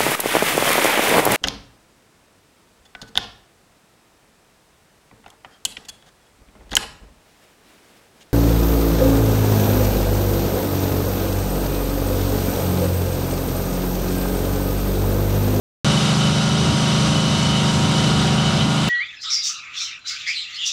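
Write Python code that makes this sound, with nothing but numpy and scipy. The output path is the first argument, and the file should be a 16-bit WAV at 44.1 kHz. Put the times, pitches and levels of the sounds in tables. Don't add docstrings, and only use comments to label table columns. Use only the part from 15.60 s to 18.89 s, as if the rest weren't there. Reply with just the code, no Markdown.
import sys
import numpy as np
from scipy import signal
from scipy.io import wavfile

SR = 44100
rng = np.random.default_rng(int(sys.argv[2]) if len(sys.argv) > 2 else 0)


def store_wav(level_fs):
    pcm = np.round(np.clip(np.atleast_2d(level_fs), -1, 1) * 32767)
    wavfile.write(sys.argv[1], SR, pcm.T.astype(np.int16))


def magnitude_from_level(level_db):
    exponent = np.asarray(level_db, float) / 20
    return 10 ** exponent


N = 145089

# time in seconds, frequency of the 36th cycle order in Hz,
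# level in dB before the drone's trim.
ENGINE_CURVE = [(0.3, 943, -18), (0.54, 941.6, -19), (0.7, 938, -17.5), (0.74, 935, -21), (0.77, 947, -19),
                (1.22, 950, -19.5), (1.43, 943, -18), (1.73, 939.7, -20), (2.09, 941.6, -18.5),
                (2.11, 945, -20), (2.13, 941.5, -19), (2.9, 951.4, -19), (3.19, 951.2, -20),
                (3.29, 949.0, -20.5)]
# multiple of the cycle rate,
# relative level in dB.
ORDER_LEVELS = [(1, -40), (2, -82), (3, -36), (4, -34), (5, -1), (6, 1), (7, -5.5), (8, -1), (9, -10.5),
                (10, -18), (11, -24.5), (12, -24), (13, -27), (14, -15.5), (15, -19.5), (16, -19),
                (17, -23), (18, -31.5), (19, -31), (20, -17), (21, -21.5), (22, -16), (23, -24.5),
                (24, -34), (25, -17.5), (26, -22), (27, -31), (28, -18), (29, -28), (30, -19.5), (31, -20),
                (32, -42.5), (33, -46), (34, -33), (35, -22), (36, -13.5), (37, -33), (38, -43), (39, -19),
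                (40, -29), (41, -24), (42, -28.5), (43, -18), (44, -32), (45, -53), (46, -40), (47, -20),
                (48, -22.5), (49, -29.5), (50, -19.5), (51, -55.5), (52, -25), (53, -34), (54, -17),
                (55, -37.5), (56, -43)]
# time in seconds, level in dB rms.
SWELLING_ORDER_LEVEL = [(0.3, -45), (1.02, -43), (1.43, -43), (1.68, -52), (2.26, -36.5), (3.16, -40),
                        (3.29, -44)]
# time in seconds, level in dB rms.
BLADE_LEVEL = [(.3, -29), (.7, -28), (1.0, -31), (1.4, -28), (1.7, -31), (2.1, -30), (2.5, -32), (2.9, -28),
               (3.29, -31)]
# time in seconds, level in dB rms.
BLADE_OCTAVE_LEVEL = [(0.3, -36), (0.49, -45), (1.37, -44.5), (1.53, -28), (2.13, -46), (2.29, -34),
                      (2.95, -48), (2.99, -30), (3.29, -39)]
# time in seconds, level in dB rms.
ALTERNATOR_LEVEL = [(.3, -46), (.7, -51), (1.1, -48), (1.35, -52), (1.6, -46), (2.0, -47), (2.3, -53),
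                    (2.8, -53), (3.05, -49), (3.29, -50)]
# frequency in Hz, bandwidth in Hz.
RINGING_PEAKS = [(1255, 25), (1430, 70), (2020, 30), (2240, 46), (2735, 50), (2895, 40), (2994, 26),
                 (3180, 60), (3590, 90), (3800, 70), (4085, 40), (5130, 110), (5670, 40), (5960, 80),
                 (6350, 90), (7540, 60), (8190, 90), (8800, 120)]
RINGING_HEIGHTS = [-5.5, -9.5, -8.5, -9.5, -7.5, -6.5, 4.5, -6.5, -8, -4.5, -9, -10.5, -7, -8.5, -17, -21,
                   -23, -19.5]
# time in seconds, level in dB.
LOW_RINGING_SWELL = [(0.26, -25.5), (0.43, -31), (0.53, -28), (0.56, -34), (0.61, -29.5), (0.83, -31),
                     (0.87, -35.5), (0.93, -30.5), (1.83, -30), (2.01, -28), (2.2, -33.5), (2.23, -30.5),
                     (2.96, -30), (3.01, -24), (3.05, -31), (3.29, -29)]
# time in seconds, level in dB.
HIGH_RINGING_SWELL = [(0.3, -37.5), (0.35, -41), (0.98, -40.5), (1.48, -39.5), (1.49, -39.5), (2.36, -43.5),
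                      (2.38, -41.5), (3.04, -44), (3.29, -49)]
# time in seconds, level in dB before the wake's trim.
WAKE_SWELL = [(0.25, -24), (0.4, -24.5), (0.7, -26), (0.71, -27), (1.44, -24.5), (1.46, -22), (1.5, -26),
              (2.98, -25), (3.0, -29), (3.05, -26), (3.29, -25.5)]
# time in seconds, level in dB.
SPRAY_SWELL = [(0.3, -35.5), (0.67, -36), (0.72, -40), (1.44, -36), (1.66, -38.5), (2.41, -37),
               (2.85, -41.5), (3.27, -38), (3.29, -39)]
# frequency in Hz, relative density in dB per Hz.
WAKE_SPECTRUM = [(200, -17), (290, -5.5), (470, -10), (550, -8), (870, -13.5), (1390, -10), (1780, -15.5),
                 (2400, -15), (3300, -12), (4500, -13), (5500, -20), (7000, -17.5), (8300, -24),
                 (10000, -32.5), (11700, -32.5)]
# time in seconds, level in dB before the wind's trim.
WIND_SWELL = [(0.3, -28), (0.73, -27), (0.78, -25.5), (0.82, -31), (1.09, -23.5), (1.14, -19.5),
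              (1.19, -27), (2.94, -25.5), (2.99, -23.5), (3.05, -19), (3.14, -32), (3.29, -25)]
# frequency in Hz, relative density in dB per Hz.
WIND_SPECTRUM = [(20, -34), (33, -28), (45, -19), (60, -14.5), (78, 1.5), (95, -3), (115, -6.5), (170, -11),
                 (220, -11), (275, -8.5), (450, -22.5)]

CYLINDERS, SPEED_ORDER = 8, 36
SWELLING_ORDER = 29
TONE_WAVER_HZ = 2.2
LOCKED_WAVER_DB = 0.02


def rms_one(x):
    return x / np.sqrt(np.mean(x ** 2) + 1e-20)


def in_time(rows):
    seconds, *columns = np.transpose(rows)
    return [np.interp(np.arange(N) / SR, seconds, column) for column in columns]


def drift(rate_hz):
    step, settle = 40, 2000
    r = np.exp(-2 * np.pi * rate_hz * step / SR)
    noise = rng.standard_normal(N // step + 2 + settle)
    slow = signal.lfilter([1], [1, -2 * r, r * r], noise)[settle:]
    return np.interp(np.arange(N) / step, np.arange(len(slow)), rms_one(slow - slow.mean()))


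def banded_noise(spectrum, patchy_db):
    hz, db = np.transpose(spectrum)
    above_db = db[-1] if hz[-1] > 5000 else -90
    together = drift(7.4)
    white = rng.standard_normal((2, N))
    edges = np.geomspace(20, 13000, 29)
    out = 0
    for k, (low, high) in enumerate(zip(edges, edges[1:])):
        centre_log = np.log(low * high) / 2
        gain_db = np.interp(centre_log, np.log(hz), db, left=-90, right=above_db)
        if gain_db <= -80:
            continue
        flicker_db = patchy_db * (0.58 * together + 0.39 * drift(7.5))
        band_pass = signal.butter(2, [low, high], "band", fs=SR, output="sos")
        out = out + magnitude_from_level(gain_db + flicker_db) * signal.sosfilt(band_pass, white[k % 2])
    return rms_one(out)


def tone(phase, waver_db):
    return np.sqrt(2) * magnitude_from_level(waver_db * drift(TONE_WAVER_HZ)) * np.sin(phase)


def wind():
    trim_db, patchy_db = -1, 0.5
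    level_db, = in_time(WIND_SWELL)
    return magnitude_from_level(level_db + trim_db) * banded_noise(WIND_SPECTRUM, patchy_db)


def wake(pulse):
    trim_db, patchy_db, treble_from_hz = -0.39, 1.0, 7900
    level_db, = in_time(WAKE_SWELL)
    spray_db, = in_time(SPRAY_SWELL)
    rush = pulse * banded_noise(WAKE_SPECTRUM, patchy_db)
    low_pass = signal.butter(2, treble_from_hz, fs=SR, output="sos")
    body = signal.sosfiltfilt(low_pass, rush)
    treble_db = spray_db - spray_db.mean() + level_db.mean()
    treble = magnitude_from_level(treble_db) * (rush - body)
    return magnitude_from_level(trim_db) * (magnitude_from_level(level_db) * body + treble)


def rattle_ticks():
    ticks_per_s, spread_db = 1500, 4.5
    struck = rng.random(N) < ticks_per_s / SR
    strength = magnitude_from_level(spread_db * np.minimum(rng.exponential(1, N), 4))
    return struck * strength * rng.choice([-1, 1], N)


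def rattle(pulse):
    trim_db, high_from_hz = 2.5, 4800
    low_db, = in_time(LOW_RINGING_SWELL)
    high_db, = in_time(HIGH_RINGING_SWELL)
    out = 0
    for (hz, width), peak_db in zip(RINGING_PEAKS, RINGING_HEIGHTS):
        r = np.exp(-np.pi * width / SR)
        poles = [1, -2 * r * np.cos(2 * np.pi * hz / SR), r * r]
        ring = rms_one(signal.lfilter([1, 0, -1], poles, rattle_ticks() * pulse + 1e-18))
        level_db = low_db if hz < high_from_hz else high_db
        swell_db = level_db - level_db.mean()
        out = out + magnitude_from_level(peak_db + swell_db) * np.sqrt(width) * ring
    return magnitude_from_level(trim_db + low_db.mean()) * rms_one(out)


def alternator(cycle):
    order, blur_rad, waver_db = 167.8, 1.0, 3.0
    level_db, = in_time(ALTERNATOR_LEVEL)
    return magnitude_from_level(level_db) * tone(order * cycle + blur_rad * drift(9.3), waver_db)


def swelling_order(cycle):
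    level_db, = in_time(SWELLING_ORDER_LEVEL)
    return magnitude_from_level(level_db) * tone(SWELLING_ORDER * cycle, LOCKED_WAVER_DB)


def propeller(cycle):
    blade_passes_per_cycle, waver_db = 5.47, 2.5
    blades = blade_passes_per_cycle * cycle + rng.uniform(0, 2 * np.pi)
    first_db, = in_time(BLADE_LEVEL)
    octave_db, = in_time(BLADE_OCTAVE_LEVEL)
    return magnitude_from_level(first_db) * tone(blades, waver_db) + magnitude_from_level(octave_db) * tone(2 * blades, waver_db)


def wandering_phase(cycle, multiple):
    wander_rad = 0.021
    return multiple * (cycle + wander_rad * drift(1.2)) + rng.uniform(0, 2 * np.pi)


def drone(cycle, level_db):
    trim_db, high_waver_db = 1, 2
    pipe_order = 5.5
    out = 0
    for k, order_db in ORDER_LEVELS:
        if k == SWELLING_ORDER:
            continue
        if k <= CYLINDERS + 1:
            order = tone(k * cycle + np.pi * (k < pipe_order), LOCKED_WAVER_DB)
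        else:
            order = tone(wandering_phase(cycle, k), high_waver_db)
        out = out + magnitude_from_level(order_db) * order
    return magnitude_from_level(level_db + trim_db) * rms_one(out)


def scene():
    firing_gate, crank_gate = 0.069, 0.02
    order_hz, drone_db = in_time(ENGINE_CURVE)
    cycle = 2 * np.pi * np.cumsum(order_hz / SPEED_ORDER) / SR
    pulse = 1 + firing_gate * np.cos(CYLINDERS * cycle) + crank_gate * np.cos(2 * cycle)
    background = wind() + wake(pulse) + rattle(pulse)
    whines = alternator(cycle) + swelling_order(cycle) + propeller(cycle)
    return (background + whines + drone(cycle, drone_db))[None]


def band_limit(x):
    return signal.sosfilt(signal.butter(12, 12640, fs=SR, output="sos"), x)


def record(dry):
    notch_hz, notch_width_hz, cutoff_hz, start_s = 7740, 130, 12030, 0.2457
    b, a = signal.iirnotch(notch_hz, notch_hz / notch_width_hz, SR)
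    notched = signal.lfilter(b, a, dry)
    low_pass = signal.ellip(14, 0.3, 70, cutoff_hz, fs=SR, output="sos")
    dulled = signal.sosfilt(low_pass, notched)
    mix = dulled * (np.arange(N) >= start_s * SR)
    return band_limit(mix)


dry = scene()
out = record(dry)
store_wav(out)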